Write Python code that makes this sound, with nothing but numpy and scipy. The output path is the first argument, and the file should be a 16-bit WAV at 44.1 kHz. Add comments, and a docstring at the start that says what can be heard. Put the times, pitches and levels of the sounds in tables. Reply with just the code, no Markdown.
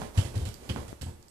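"""A hard knock rings in a stairwell, then a ferret hops up the carpeted wooden stairs towards a
hand-held camera. Its paws thump the treads and scuff the carpet; claws tick and fur brushes the pile.
A second knock midway also sets the staircase ringing, and fingers bump the camera's left side.
The right microphone hears most of the treble, over a low room rumble and faint hiss."""
import sys
import numpy as np
from scipy import signal
from scipy.fft import rfft, irfft, next_fast_len
from scipy.io import wavfile

SR = 44100
rng = np.random.default_rng(int(sys.argv[2]) if len(sys.argv) > 2 else 0)


def waveform_to_disk(signal):
    """Save audio, clipped to [-1, 1], as 16-bit WAV at the path in sys.argv[1]."""
    frames = np.transpose(np.atleast_2d(signal))
    scaled = np.clip(frames, -1, 1) * 32767
    samples = np.round(scaled).astype(np.int16)
    wavfile.write(sys.argv[1], SR, samples)


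N = 57330

# Spectra of the sources: f/Hz, relative level/dB per Hz
RUMBLE_SPECTRUM = [(20, -7.5), (55, 2), (120, -3.5), (230, -16.5), (500, -24.5), (1500, -34.5),
                   (4000, -39.5), (14000, -53)]  # room and handling
HISS_SPECTRUM = [(200, 12.5), (1500, 4.5), (4000, -2.5), (9000, -0.5), (12000, -2), (14500, -6)]  # microphone noise
BUMP_SPECTRUM = [(40, 0), (350, 5), (800, -8), (2000, -20), (5000, -51), (14000, -45)]  # finger on the case
CLACK_SPECTRUM = [(60, -10), (250, 6), (550, 6.5), (900, 1.5), (1250, 8), (1800, -10), (3000, -14),
                  (6000, -25), (14000, -67)]  # blow on wood
SHUDDER_SPECTRUM = [(40, -7), (130, 0.5), (230, 0), (400, 4.5), (700, -8), (1200, -4), (2000, -13.5),
                    (4000, -25), (14000, -56)]  # the wood after the blow
BRUSH_SPECTRUM = [(80, 6), (300, 13), (800, 9), (1500, 0), (3000, -2), (5000, -3.5), (8000, -4),
                  (11000, -6.5), (14500, -18)]  # fur on carpet
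TICK_SPECTRUM = [(500, -5), (2500, -13), (3700, 0), (4700, 7.5), (6000, 0.5), (7700, 3), (9500, -11),
                 (12500, -1.5), (14500, -12)]  # claw tip
PAT_SPECTRUM = [(60, -19), (200, 3), (380, -2), (650, -3), (930, -1.5), (1250, -18), (1600, -12),
                (2000, -23.5), (6000, -38), (14000, -47)]  # board under the carpet
SCUFF_SPECTRUM = [(60, -13), (250, -4), (600, -3.5), (1300, -1), (2300, -1.5), (3000, 3), (3700, 0.5),
                  (5000, -1), (6200, -3), (8000, -1), (11000, -5.5), (12500, -14), (14500, -24)]  # paw in the pile
SCRATCH_SPECTRUM = [(300, -44), (1800, -11), (2450, -8), (2700, -4.5), (2980, 3), (3400, -9), (3900, -12.5),
                    (4500, -11.5), (7000, -23), (14000, -55)]  # claws in the weave
# Course of the background: t/s, level/dB
RUMBLE_LEVELS = [(.02, -38), (.12, -56), (.4, -42), (.62, -55), (.8, -49.5), (.98, -61), (1.1, -48.5),
                 (1.3, -63.5)]
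HISS_LEVELS = [(0, -57.5), (.45, -58.5), (.6, -59.5), (.92, -57.5), (.98, -62), (1.08, -61), (1.3, -65)]
# Finger bumps, claw ticks and thin metallic rings: t/s, level/dB
FINGER_BUMPS = [(.308, -23), (.929, -9.5), (1.030, -13.5)]
CLAW_TICKS = [(.379, -34.5), (.4535, -29), (.4895, -30), (.5415, -29.5), (.691, -33), (1.012, -42),
              (1.019, -28), (1.227, -42.5), (1.283, -43)]
CLAW_PINGS = [(1.019, -42), (1.283, -54.5)]
# Knocks in the stairwell: t/s, clack/dB, shudder/dB
WOOD_KNOCKS = [(.018, -8, -35), (0.7613, -7.5, -35)]
# Body brushing the carpet: centre t/s, length/s, level/dB
FUR_BRUSHES = [(0.0, 0.091, -41.5), (0.166, 0.031, -43.5), (0.238, 0.097, -46), (0.386, 0.096, -49.5),
               (0.479, 0.022, -44), (0.66, 0.14, -50), (0.798, 0.077, -47.5), (0.901, 0.049, -52),
               (.99, 0.043, -60), (1.09, 0.034, -52), (1.223, 0.17, -63)]
# Tread thumps: paw landings, plus the staircase ringing from the second knock (the 0.761 s row):
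# t/s, thump/dB, tread f/Hz, swell/s, ring/dB, pat/dB, scuff/dB, scuff t60/s, scratch/dB
TREAD_THUMPS = [(0.1733, -12.5, 95.2, 0.013, -18.5, -31, -32, 0.2, -31),
                (0.245, -29.5, 96, 0.008, -26, -46, -44.5, 0.17, -59),
                (0.339, -54, 99, 0.0062, -45, -38, -46, 0.06, -68),
                (0.352, -23, 100.4, 0.018, -24.5, -57, -42.5, .25, -51),
                (0.386, -37, 90.5, 0.011, -28, -76, -55, 0.12, -63),
                (0.41, -23.5, 79, 0.0163, -41, -41, -53, 0.29, -59),
                (0.452, -31, 104.8, 0.021, -26, -66, -43.5, 0.26, -41.5),
                (0.691, -25, 115.5, 0.015, -17.5, -35.5, -36, 0.14, -29.5),
                (0.761, -35, 90.5, 0.015, -24.5, -63, -60, .1, -68),
                (.879, -41, 107.6, 0.016, -50, -77, -42, 0.088, -64),
                (1.011, -29.5, 75.8, 0.015, -25, -59, -38.5, 0.14, -43),
                (1.061, -35.5, 83.2, 0.017, -28.5, -45, -52, 0.051, -67)]
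# Resonances of the staircase: f/Hz, relative level/dB, t60/s
STAIR_RESONANCES = [(69.4, -15.5, 0.47), (83.76, -14.5, 0.26), (126.1, -10.5, 0.21), (170, -17, 0.16),
                    (194.6, -21.5, 0.42), (228.3, -22, 0.41), (264, -18, 0.16), (352, -25, 0.58),
                    (528.6, -21, 0.17)]
# Reverberation of the stairwell: f/Hz, t60/s
STAIRWELL_DECAY = [(100, 0.13), (400, 0.51), (1500, 0.32), (5000, 0.33), (12000, 0.37)]
# Left microphone against the right: f/Hz, level/dB
LEFT_MIC_RESPONSE = [(100, 0.5), (250, -0.5), (500, -5), (1200, -12), (3000, -14.5), (5000, -39),
                     (8000, -45), (14000, -10)]


def amp(db):
    """Decibels to gain."""
    return 10 ** (np.asarray(db) / 20)


def unit(x):
    """Scaled to rms 1."""
    return x / np.sqrt(np.mean(x ** 2) + 1e-20)


def along(points, hz):
    """Interpolate (f/Hz, value) points on a log frequency axis."""
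    freqs, values = np.transpose(points)
    return np.interp(np.log(hz + 1), np.log(freqs + 1), values)


def since(s):
    """Seconds since a moment, zero before it."""
    return np.maximum(np.arange(N) / SR - s, 0)


def level(points):
    """Gain per sample from (t/s, level/dB) points."""
    return amp(np.interp(since(0), *np.transpose(points)))


def strike(s, attack_s, t60_s):
    """An envelope that rises quickly and dies away."""
    return (1 - np.exp(-since(s) / attack_s)) * amp(-60 * since(s) / t60_s)


def clicks(rows):
    """One sharp push for each (t/s, level/dB) row."""
    out = np.zeros(N)
    for s, db in rows:
        out[int(s * SR)] += amp(db)
    return out


def colour(x, points, keep_power=True):
    """Minimum-phase filter shaped by (f/Hz, level/dB); keep_power holds white noise at its power."""
    size = next_fast_len(2 * N)
    gain = amp(along(points, np.fft.rfftfreq(size, 1 / SR)))
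    cepstrum = irfft(np.log(unit(gain) if keep_power else gain), size)
    cepstrum[1:size // 2] *= 2
    cepstrum[size // 2 + 1:] = 0
    return irfft(rfft(x, size) * np.exp(rfft(cepstrum)), size)[..., :N]


def grainy(depth_db):
    """Noise whose strength jumps each millisecond, as fibres catch and slip."""
    knots = rng.standard_normal(N // 44 + 2)
    flicker = np.interp(np.linspace(0, len(knots) - 1, N), np.arange(len(knots)), knots)
    return unit(rng.standard_normal(N) * amp(depth_db * flicker))


def stairwell(x, wet_db):
    """Direct sound plus a diffuse tail at each microphone."""
    hz, t, noise = signal.stft(rng.standard_normal((2, SR // 2)), SR, nperseg=256)
    decay = amp(-60 * t / along(STAIRWELL_DECAY, hz)[:, None])
    tail = signal.istft(noise * decay, SR, nperseg=256)[1]
    tail = np.pad(tail, ((0, 0), (150, 0)))  # 3.4 ms behind the direct sound
    tail /= np.linalg.norm(tail[0])
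    return x + amp(wet_db) * signal.fftconvolve(x[None], tail, axes=1)[:, :N]


def room_tone(side_db=-8.5):
    """Room and handling rumble that settles as the camera steadies, and microphone hiss."""
    mid, side = colour(rng.standard_normal((2, N)), RUMBLE_SPECTRUM)
    side *= amp(side_db)
    rumble = level(RUMBLE_LEVELS) * np.array([mid + side, mid - side])
    hiss = level(HISS_LEVELS) * colour(rng.standard_normal((2, N)), HISS_SPECTRUM)
    return rumble + hiss


def finger_bumps(right_db=-29):
    """Fingers on the camera's left side, heard close and dry through the case."""
    return colour(clicks(FINGER_BUMPS), BUMP_SPECTRUM) * amp([[0], [right_db]])


def knocks(rebound_s=0.00118, rebound_db=-1):
    """Out in the stairwell, a clack with an instant rebound, then the struck wood's duller shudder."""
    blows = sum(clicks([(s, db), (s + rebound_s, db + rebound_db)]) for s, db, _ in WOOD_KNOCKS)
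    clack = colour(blows, CLACK_SPECTRUM)
    envelope = sum(amp(db) * strike(s, attack_s=0.0018, t60_s=0.16) for s, _, db in WOOD_KNOCKS)
    shudder = colour(envelope * grainy(depth_db=4), SHUDDER_SPECTRUM)
    return stairwell(clack + shudder, wet_db=-3)


def fur_brushes():
    """Belly and tail drag softly over the carpet between hops."""
    envelope = sum(amp(db) * np.exp(-2 * ((since(0) - s) / length) ** 2) for s, length, db in FUR_BRUSHES)
    return stairwell(colour(envelope * grainy(depth_db=1), BRUSH_SPECTRUM), wet_db=0.5)


def claw_ticks(ping_hz=8020, flutter_hz=60.6):
    """Claws tick sharply on the stairs, twice with a thin fluttering ring."""
    ticks = np.zeros(N)
    for s, db in CLAW_TICKS:
        envelope = strike(s, attack_s=0.00009, t60_s=0.007)
        burst = envelope * rng.standard_normal(N)
        ticks += amp(db) * burst * np.linalg.norm(envelope) / np.linalg.norm(burst)
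    drift = np.cumsum(rng.standard_normal(N)) * np.sqrt(2 * np.pi * flutter_hz / SR)
    pings = np.zeros(N)
    for s, db in CLAW_PINGS:
        tone = np.sin(2 * np.pi * ping_hz * since(s) + drift)
        pings += amp(db) * strike(s, attack_s=0.0012, t60_s=0.2) * tone
    return stairwell(colour(ticks, TICK_SPECTRUM) + pings, wet_db=-5)


def paw_scuffs(attack_s=0.0025, grain_db=2.5):
    """Pads pat the board and bite into the pile while claws rake the weave."""
    pat, scuff, scratch = np.zeros((3, N))
    for s, *_, pat_db, scuff_db, scuff_t60_s, scratch_db in TREAD_THUMPS:
        pat += amp(pat_db) * strike(s, attack_s, t60_s=0.13)
        scuff += amp(scuff_db) * strike(s, attack_s, scuff_t60_s)
        scratch += amp(scratch_db) * strike(s, attack_s, t60_s=0.1)
    pat = colour(pat * grainy(grain_db), PAT_SPECTRUM)
    scuff = colour(scuff * grainy(grain_db), SCUFF_SPECTRUM)
    scratch = colour(scratch * grainy(grain_db), SCRATCH_SPECTRUM)
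    return stairwell(pat + scuff, wet_db=-1) + stairwell(scratch, wet_db=-7)


def tread_thumps(overtone_ratio=1.47, overtone_db=-13):
    """A paw or the second knock gives a tread a few deep swings and leaves the staircase ringing."""
    out = np.zeros(N)
    for s, thump_db, tread_hz, swell_s, ring_db, *_ in TREAD_THUMPS:
        age = since(s) / swell_s
        swell = (age * np.exp(1 - age)) ** 2
        phase = 2 * np.pi * tread_hz * since(s)
        bending = np.sin(phase) + amp(overtone_db) * np.sin(overtone_ratio * phase)  # two modes
        out -= amp(thump_db) * swell * bending
        for mode_hz, mode_db, t60_s in STAIR_RESONANCES:
            swing = np.sin(2 * np.pi * (mode_hz * since(s) + rng.random()))
            out += amp(ring_db + mode_db) * strike(s, attack_s=0.004, t60_s=t60_s) * swing
    return out


def scene(left_lag_s=55e-6):
    """Sound from the stairs reaches the left microphone muffled and slightly late."""
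    left, right = tread_thumps() + paw_scuffs() + fur_brushes() + claw_ticks() + knocks()
    muffled = colour(left, LEFT_MIC_RESPONSE, keep_power=False)
    left = np.interp(since(0) - left_lag_s, since(0), muffled)
    return np.array([left, right]) + finger_bumps() + room_tone()


def record(dry):
    """The camera keeps nothing above its band limit."""
    size, top_hz = next_fast_len(2 * N), 14750
    passband = np.fft.rfftfreq(size, 1 / SR) < top_hz
    return irfft(rfft(dry, size) * passband, size)[:, :N]


dry = scene()
out = record(dry)
waveform_to_disk(out)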